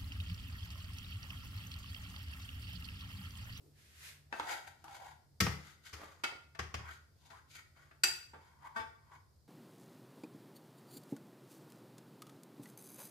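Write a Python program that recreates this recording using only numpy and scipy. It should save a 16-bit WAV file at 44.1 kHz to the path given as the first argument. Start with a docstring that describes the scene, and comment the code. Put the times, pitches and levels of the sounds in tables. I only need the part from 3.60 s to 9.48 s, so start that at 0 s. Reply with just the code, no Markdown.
"""Cloth swishes, then a metal spoon knocks and scrapes crumbly food out of a saucepan in a small kitchen.
Each knock excites the damped modes of wall, bottom and spoon; stick-slip friction sounds the pan's hollow.
The pan bumps a steel plate below it, which rings and booms on the table, and crumbs patter down.
Near walls add a short reverberation, and a low hum runs underneath."""
import sys
import numpy as np
from scipy import signal
from scipy.io import wavfile
from scipy.ndimage import uniform_filter1d

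SR = 44100
rng = np.random.default_rng(int(sys.argv[2]) if len(sys.argv) > 2 else 0)


def transcribe(u):
    """Save the signal u as a 16-bit wav file named by the first command-line argument.

    u: samples, shape (n,) or (channels, n), limited to [-1, 1]; the rate is SR.
    q: integer samples, one column per channel.
    """
    v = np.clip(np.atleast_2d(u).T, -1, 1)
    q = np.round(v * 32767).astype(np.int16)
    wavfile.write(sys.argv[1], SR, q)


N = 259256
TIME = np.arange(N) / SR
AGE = np.arange(SR) / SR  # seconds since a blow
# spoon modes: frequency_hz, t60_s, gain_db
SPOON_MODES = [(360, 0.21, -6), (1795, 0.2, -3.5), (1806, 0.29, -3.5), (2610, 0.21, 6.5),
               (4760, 0.15, -8.5), (4737, 0.15, 4), (4940, 0.11, -11), (6040, 0.11, -9.5),
               (7520, 0.12, -12), (8020, 0.04, -6.5), (9400, 0.12, -25.5), (10550, 0.099, -25)]


def spoon_knocks():
    """Modal excitation: a blow rings wall, bottom and spoon; its height weights the wall's modes."""
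    # start_s, clack_db, tilt_db_per_octave, contact_s, left_db, wall_db, height_0_to_1,
    # spoon_db, bottom_db
    knocks = [(0.7258, -35, -3.5, 0.0013, 3.5, -42, 0, -48.5, -35.5),
              (0.7979, -27.5, -1, 0.00031, -1, -68, 0.5, -66, -32),
              (1.2405, -55.5, 7, 0.0024, 4, -60.5, 0, -87, -44),
              (1.279, -55.5, 0.5, 0.003, -1.5, -61, 0, -79.5, -45.5),
              (2.636, -32.5, 1.16, 0.0048, 1.5, -30, 1, -40.5, -40),
              (2.948, -55, -1, 0.0049, 4.5, -54, 0.15, -69, -77.5),
              (3.701, -59.5, 2.5, 0.0068, 6, -51.5, 0.35, -80, -57.5),
              (4.31, -59, -4.5, 0.0047, 2.5, -62.5, 0.4, -78, -75.5),
              (4.4346, -22.5, 6, 0.0036, 2, -35.5, 0.7, -21.5, -55),
              (4.7330, -55, -9.5, 0.011, -2.5, -47.5, 0.24, -73, -49.5),
              (5.1590, -52, 3.5, 0.012, 3.5, -26.5, 0.05, -54, -44),
              (5.1900, -51, -1, 0.013, 4, -40.5, 0.6, -81, -45.5),
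              (5.512, -65.5, -9, 0.0032, 1, -66, 0, -97, -66)]
    # pan wall modes: frequency_hz, t60_s, struck_low_db, struck_at_rim_db
    wall_modes = [(227.7, 0.13, -7, -23), (452, 0.29, -19, -28), (675, 0.23, -10, -20.5),
                  (789, 0.18, -19.5, -9.5), (888, 0.22, -2, -13), (935, .15, -16, -10),
                  (1130, 0.13, -1, -40), (1161.5, 0.17, -1, -22.5), (1408, 0.1, -4.5, 6),
                  (1517, 0.094, 0.5, -26.5), (1562, 0.1, 6, -31.5), (1852, 0.2, -8.5, -21.5),
                  (2223, 0.18, -36.5, -0.5), (2253, 0.28, -12, -18), (3110, 0.15, -25.5, -7.5),
                  (3215, .14, -21, -14), (3521, 0.16, -17, -11), (3815, .12, -25, -15),
                  (4200, 0.07, -23, -18.5)]
    # pan bottom modes, damped by food: frequency_hz, t60_s, gain_db
    bottom_modes = [(313, 0.14, -12), (730, 0.03, 2), (821, 0.2, -1), (886, 0.033, 7.5), (1322, 0.28, -5.5)]
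    # the pan's dense modes: frequency_hz, gain_db
    spectrum = [(100, -20.5), (330, -4.5), (530, -5), (800, -6.5), (1100, -4), (1450, 4.5), (2300, -1),
                (3300, -6), (5000, -10.5), (8000, -19), (14000, -28.5)]
    hz, t60, low_db, rim_db = np.transpose(wall_modes)
    spoon_hz, spoon_t60, mode_db = np.transpose(SPOON_MODES)
    octaves = np.log2(np.maximum(spoon_hz / 2600, 1))
    out = np.zeros((2, N))
    for s, db, tilt, contact, left_db, wall_db, height, spoon_db, bottom_db in knocks:
        wall = np.transpose([hz, t60, low_db + height * (rim_db - low_db)])
        # a hard, bright blow reaches the spoon's high modes
        spoon = np.transpose([spoon_hz, spoon_t60, mode_db + 2.22 * tilt * octaves])
        sound = gain_of(db) * clack(spectrum, tilt, contact, body_db=-14, decay_s=0.014, shared=0.046)
        sound += gain_of(wall_db) * ring(wall, contact, apart_rad=1.7, wobble=0.0064)
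        sound += gain_of(spoon_db) * ring(spoon, contact / 2, apart_rad=0.46, wobble=0.011)
        sound += gain_of(bottom_db) * ring(bottom_modes, contact / 2, apart_rad=0.83, wobble=0.065)
        add(out, s, placed(sound, left_db))
    return out


def plate_bumps():
    """Impact and coupling: the pan strikes the plate, and once a lump of food drops onto it; the plate clacks,
    rings and booms on the table."""
    # start_s, clack_db, tilt_db_per_octave, contact_s, left_db, ring_db, boom_db
    bumps = [(1.8026, -24.5, 4.5, 0.0043, 3.5, -32.5, -24), (1.8650, -31.5, -3, 0.0029, 0, -53, -33),
             (2.3281, -47.5, 2.5, 0.008, 3.5, -52.5, -50), (2.722, -56.5, -13, 0.0036, -19, -72, -69),
             (2.9900, -35, -0.5, 0.0044, 2, -54, -41), (3.1407, -36.5, -1, 0.0039, 3.5, -71, -41.5),
             (3.192, -53, -3.5, 0.0054, -6, -69, -47.5), (5.19, -65, -9, 0.0067, -2.5, -52.5, -55.5)]
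    # steel plate modes: frequency_hz, t60_s, gain_db
    plate_modes = [(318, 0.38, 1.5), (357.7, 0.24, 3), (422, 0.25, 2), (484, 0.39, -0.5),
                   (687, 0.27, -11.5), (1110, 0.11, 10.5), (1313, 0.21, 6.5), (1650, 0.076, -5.5),
                   (1868, 0.3, 5), (2030, 0.65, -5), (3435, 0.12, -5.5), (5100, 0.16, 6), (5230, 0.2, -5.5),
                   (5850, 0.28, -9.5), (6880, 0.47, -14.5)]
    # the plate bouncing on the table: frequency_hz, t60_s, gain_db
    boom_modes = [(77.5, 0.44, -2), (107.7, .25, 0), (147.5, 0.39, -5), (178, 0.33, -4), (192.6, 0.11, 7.5),
                  (231.6, 0.26, -10)]
    # the plate's dense modes: frequency_hz, gain_db
    spectrum = [(100, -16.5), (200, -6), (420, -2.5), (580, -4), (1100, 2), (2000, 2), (3000, -3),
                (4000, -9), (5200, -4), (6800, -12), (8200, -19), (14000, -26)]
    hz, t60, mode_db = np.transpose(boom_modes)
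    hardest_db = max(row[-1] for row in bumps)
    out = np.zeros((2, N))
    for s, db, tilt, contact, left_db, ring_db, boom_db in bumps:
        sound = gain_of(db) * clack(spectrum, tilt, contact, body_db=-9, decay_s=0.02, shared=0.18)
        sound += gain_of(ring_db) * ring(plate_modes, contact, apart_rad=0.71, wobble=0.0033)
        # a softer bump moves mainly the lowest mode
        modes = np.transpose([hz, t60, mode_db + 0.67 * (boom_db - hardest_db) * np.log2(hz / hz[0])])
        boom = gain_of(boom_db) * ring(modes, rise_s=0.0081, apart_rad=0.35, wobble=0.062)
        add(out, s, placed(sound, left_db) + placed(boom, left_db=5))
    return out


def scraping():
    """Stick-slip friction: the spoon's edge slips on grit and metal, hisses and drives resonances."""
    # peak_s, rise_s, hold_s, release_s, rub_db, hiss_db, hollow_hz, hollow_db
    strokes = [(0.734, 0.046, 0.17, 0.078, -52, -55.5, 800, 2.5),
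               (0.877, 0.042, .02, 0.054, -42, -49, 787, 3.5),
               (0.903, 0.038, 0.031, 0.17, -35.5, -44.5, 814, -4),
               (1.076, 0.031, 0.0031, 0.047, -46, -53, 820, -3),
               (1.359, 0.27, 0.013, 0.04, -51, -54, 825, 2.5), (1.401, 0.022, .12, 0.067, -56, -62, 800, 7),
               (2.069, 0.24, 0.038, 0.13, -55, -58.5, 1240, -10.5),
               (2.267, 0.074, 0.017, 0.055, -50.5, -52.5, 1240, -21.5),
               (2.346, 0.08, 0.13, 0.33, -56, -59.5, 1190, -0.5),
               (3.258, 0.085, 0.068, 0.013, -46.5, -62.5, 1050, 2),
               (3.33, 0.076, .008, .12, -77, -57.5, 1478, -16.5),
               (3.656, 0.18, .005, 0.14, -68.5, -63, 900, 4),
               (3.726, 0.09, 0.068, 0.034, -61, -70, 890, 6.5),
               (3.909, 0.065, .03, 0.073, -66, -59, 2250, -1),
               (3.953, 0.04, 0.013, .06, -52, -54.5, 2320, 0.5),
               (3.988, .03, 0.0073, .04, -49, -58, 2000, -3),
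               (4.163, .03, 0.075, 0.41, -62.5, -71.5, 1180, -8),
               (4.841, 0.3, .04, 0.29, -64, -72.5, 980, -0.5),
               (5.062, 0.15, 0.0074, 0.11, -55, -66.5, 1000, 8.5),
               (5.155, .04, 0.034, 0.05, -62, -70, 1000, 7),
               (5.553, 0.24, 0.0067, 0.065, -56.5, -66.5, 1055, 5)]
    # wall resonances: frequency_hz, half_width_hz, gain_db
    wall_modes = [(1395, 170, -4), (1895, 79, -2.5), (2160, 100, -4), (3295, 73, -12.5)]
    # broadband rubbing: frequency_hz, gain_db
    rub_spectrum = [(100, -34), (350, 4), (560, -5), (900, 9.5), (2200, 0.5), (2700, -9), (5000, -32.5)]
    # gritty hiss: frequency_hz, gain_db
    grit_spectrum = [(1500, -51.5), (2750, 13), (3200, 5), (3600, 4.5), (4200, 1.5), (4800, 0), (5700, -6),
                     (6600, 1), (7700, -7), (8600, -9.5), (11000, -8.5), (14500, -14)]
    s, _, _, _, rub_db, hiss_db, hollow_hz, hollow_db = np.transpose(strokes)
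    pressure = sum(movement(*row[:4], db) for row, db in zip(strokes, rub_db))
    hiss_gain = sum(movement(*row[:4], db) for row, db in zip(strokes, hiss_db))
    catching = evened(uniform_filter1d(uniform_filter1d(rng.standard_normal(N), size=400), size=300))
    slips = grains(per_s=3100, spread_db=1.5, shared=0.25) * gain_of(1.8 * catching)
    # the spoon's place in the food tunes the hollow, which glides from stroke to stroke
    hollow = resonate_twice(slips, np.interp(TIME, s, hollow_hz), width_hz=290)
    hollow *= gain_of(np.interp(TIME, s, hollow_db))
    wall = sum(gain_of(db) * resonate_twice(slips, hz, 2 * half) for hz, half, db in wall_modes)
    body = evened(evened(hollow + wall) + gain_of(-13) * coloured(slips, rub_spectrum))
    # the edge also stirs the spoon's high modes, damped by the food
    spoon = evened(sum(resonate(slips, hz, width_hz=40) for hz, _, _ in SPOON_MODES if hz > 4000))
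    grit = coloured(slips + gain_of(-17) * spoon, grit_spectrum)
    rub = pressure * body + hiss_gain * grit
    # the filled pan radiates little between two groups of its modes
    return placed(rub - 0.78 * resonate(rub, hz=2800, width_hz=990), left_db=3)


def falling_crumbs():
    """Granular impacts: crumbs patter at random on the steel, and single lumps tick."""
    # showers: peak_s, rise_s, hold_s, release_s, level_db
    showers = [(2.399, 0.099, 0.025, 0.38, -56), (4.17, .03, .08, .12, -75)]
    # lumps landing: start_s, level_db
    lumps = [(2.415, -49), (2.4344, -46)]
    # food on steel: frequency_hz, gain_db
    spectrum = [(100, -7.5), (350, -5), (600, 0.5), (1100, -4.5), (1800, -6.5), (5000, -33)]
    patter = coloured(grains(per_s=860, spread_db=-1.5, shared=0.59), spectrum)
    out = sum(movement(*row) for row in showers) * patter
    for s, db in lumps:
        tick = clack(spectrum, tilt=0, contact_s=0.0003, body_db=0.5, decay_s=0.004, shared=0.78)
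        add(out, s, gain_of(db) * tick)
    return out


def cloth_swishes():
    """Sliding friction: cloth makes broadband noise that swells with its speed."""
    # peak_s, rise_s, hold_s, release_s, level_db
    swishes = [(0.186, 0.14, 0.24, .1, -68), (0.452, 0.24, 0.045, 0.14, -53)]
    # frequency_hz, gain_db
    spectrum = [(180, -45), (300, -32), (430, -1), (515, -30), (568, -6), (647, -8), (775, -7.5),
                (1730, 6.5), (13400, -4), (15000, -15)]
    return sum(movement(*row) for row in swishes) * coloured(noise(N, shared=0.026), spectrum)


def hand_rustle():
    """Soft friction: the shifting hand makes a low band of noise."""
    # peak_s, rise_s, hold_s, release_s, level_db
    shifts = [(.005, 0.048, 0.065, 0.3, -67.5)]
    # frequency_hz, gain_db
    spectrum = [(120, -43), (290, 2), (420, -1), (650, -15), (1500, -26)]
    return sum(movement(*row) for row in shifts) * coloured(noise(N, shared=0.2), spectrum)


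def kitchen(x):
    """Reverberation: dense reflections from near walls, each band dying at its own rate."""
    # frequency_hz, t60_s
    decay_times = [(100, 0.21), (260, .55), (700, 0.49), (1840, 0.48), (4850, 0.44), (12800, 0.42)]
    reflections = rng.standard_normal((2, SR)) * (rng.random((2, SR)) < 5000 / SR)
    build_up = 1 - np.exp(-(AGE / 0.0032) ** 2)
    hz, t, bands = signal.stft(reflections * build_up, SR, nperseg=256)
    fading = gain_of(-60 * t / value_at(decay_times, hz)[:, None])
    bass_cut = gain_of(value_at([(120, -14), (400, -11.5)], hz))[:, None]
    tail = signal.istft(bands * fading * bass_cut, SR, nperseg=256)[1]
    tail /= np.linalg.norm(tail, axis=1, keepdims=True)
    return signal.fftconvolve(x, tail, axes=1)[:, :N]


def background():
    """Stationary noise: broadband room air, with narrow bands heard as wavering hum and faint hiss."""
    # room air: frequency_hz, gain_db
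    spectrum = [(25, -21.5), (60, -3), (95, 4), (150, -8), (200, -11), (600, -19), (1000, -28), (1700, -31),
                (2750, -38), (3500, -33.5), (4800, -25), (6000, -31.5), (14000, -35)]
    # hum and hiss: frequency_hz, width_hz, level_db
    bands = [(77.5, 16, -71), (143.3, 7.2, -73.5), (5190, 440, -93.5)]
    air = gain_of(-68) * coloured(noise(N, shared=0.12), spectrum)
    for hz, width_hz, db in bands:
        air += gain_of(db) * evened(resonate_twice(noise(N, shared=0.6), hz, width_hz))
    return air


def ring(modes, rise_s, apart_rad, wobble):
    """Damped free vibration: modes build up, then decay, wavering as the metal rattles."""
    hz, t60, db = np.transpose(modes)[:, :, None]
    start, side = rng.random((2, len(hz), 1))
    amplitude = gain_of(db - 60 * AGE / t60) / np.linalg.norm(gain_of(db))
    drift = np.repeat(rng.standard_normal((len(hz), 150)), SR // 150, axis=1)
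    phase = 2 * np.pi * (start + hz * np.cumsum(1 + wobble * drift, axis=1) / SR)
    lag = apart_rad * np.sign(side - 0.5) / 2  # each mode meets the two microphones out of step
    stereo = np.array([(amplitude * np.sin(phase + shift)).sum(0) for shift in (lag, -lag)])
    return np.sqrt(2) * stereo * (1 - np.exp(-AGE / rise_s))


def clack(spectrum, tilt, contact_s, body_db, decay_s, shared):
    """Impact transient: chatter during the contact, then dense modes that die quickly."""
    chatter = AGE / contact_s * np.exp(1 - AGE / contact_s)
    body = gain_of(body_db) * np.exp(-AGE / decay_s) * (1 - np.exp(-AGE / contact_s))
    envelope = np.hypot(chatter, body)
    return coloured(envelope * noise(SR, shared), spectrum, tilt) * np.sqrt(np.mean(envelope ** 2))


def grains(per_s, spread_db, shared):
    """Shot noise: tiny bursts of random time and size."""
    size = gain_of(spread_db * np.minimum(rng.exponential(1, N), 4)) * (rng.random(N) < per_s / SR)
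    energy = signal.lfilter([1], [1, -np.exp(-1 / (0.0011 * SR))], size ** 2)
    return evened(np.sqrt(energy) * noise(N, shared))


def movement(peak_s, rise_s, hold_s, release_s, db, fade_db=41.5, sag_db_per_s=20):
    """Exponential envelope: it swells to a peak, sags while held, and lets go."""
    before = np.maximum(peak_s - TIME, 0) / rise_s
    after = np.maximum(TIME - peak_s - hold_s, 0) / release_s
    return gain_of(db - fade_db * (before + after) - sag_db_per_s * np.clip(TIME - peak_s, 0, hold_s))


def resonate(x, hz, width_hz):
    """Resonance of gain 1 whose frequency may glide."""
    carrier = np.exp(2j * np.pi * np.cumsum(hz * np.ones(N)) / SR)
    pole = np.exp(-np.pi * width_hz / SR)
    return 2 * (carrier * signal.lfilter([1 - pole], [1, -pole], x / carrier)).real


def resonate_twice(x, hz, width_hz):
    """Two resonances in cascade, each width_hz wide."""
    return resonate(resonate(x, hz, width_hz), hz, width_hz)


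def coloured(x, spectrum, tilt=0):
    """Minimum-phase filter, tilted in dB per octave above 600 Hz; output rms 1."""
    hz = abs(np.fft.fftfreq(4096, 1 / SR))
    log_gain = np.log(gain_of(value_at(spectrum, hz) + tilt * np.log2(np.maximum(hz, 600))))
    taps = np.fft.ifft(np.exp(signal.hilbert(log_gain).conj())).real
    return evened(signal.oaconvolve(x, taps[None], axes=1)[:, :x.shape[1]])


def noise(size, shared):
    """Partly coherent stereo white noise."""
    white = rng.standard_normal((3, size))
    return np.sqrt(shared) * white[2] + np.sqrt(1 - shared) * white[:2]


def placed(x, left_db):
    """Level difference: left over right."""
    return x * gain_of([[left_db / 2], [-left_db / 2]])


def add(mix, start_s, sound):
    """Superpose a sound on the mix."""
    part = mix[:, round(start_s * SR):][:, :sound.shape[1]]
    part += sound[:, :part.shape[1]]


def value_at(points, hz):
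    """Interpolate on a log-frequency axis."""
    point_hz, value = np.transpose(points)
    return np.interp(np.log(hz + 1), np.log(point_hz + 1), value)


def gain_of(db):
    """Decibels to amplitude."""
    return 10 ** (np.asarray(db) / 20)


def evened(x):
    """Scale to rms 1."""
    return x / np.sqrt(np.mean(x ** 2) + 1e-20)


def scene():
    """Superposition of direct sound, reverberation and background."""
    direct = spoon_knocks() + plate_bumps() + scraping()
    direct += cloth_swishes() + hand_rustle() + falling_crumbs()
    return direct + gain_of(-4.5) * kitchen(direct) + background()


def record(dry):
    """Long waves reach two close microphones alike, so the bass narrows; a low-pass limits the band."""
    side = (dry[0] - dry[1]) / 2
    bass_side = signal.sosfiltfilt(signal.butter(2, 420, fs=SR, output="sos"), side)
    heard = dry - 0.6 * np.array([bass_side, -bass_side])
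    low_pass = signal.firwin(511, 14950, window=("kaiser", 8), fs=SR)
    return signal.oaconvolve(heard, low_pass[None], "same")


dry = scene()
out = record(dry)
transcribe(out)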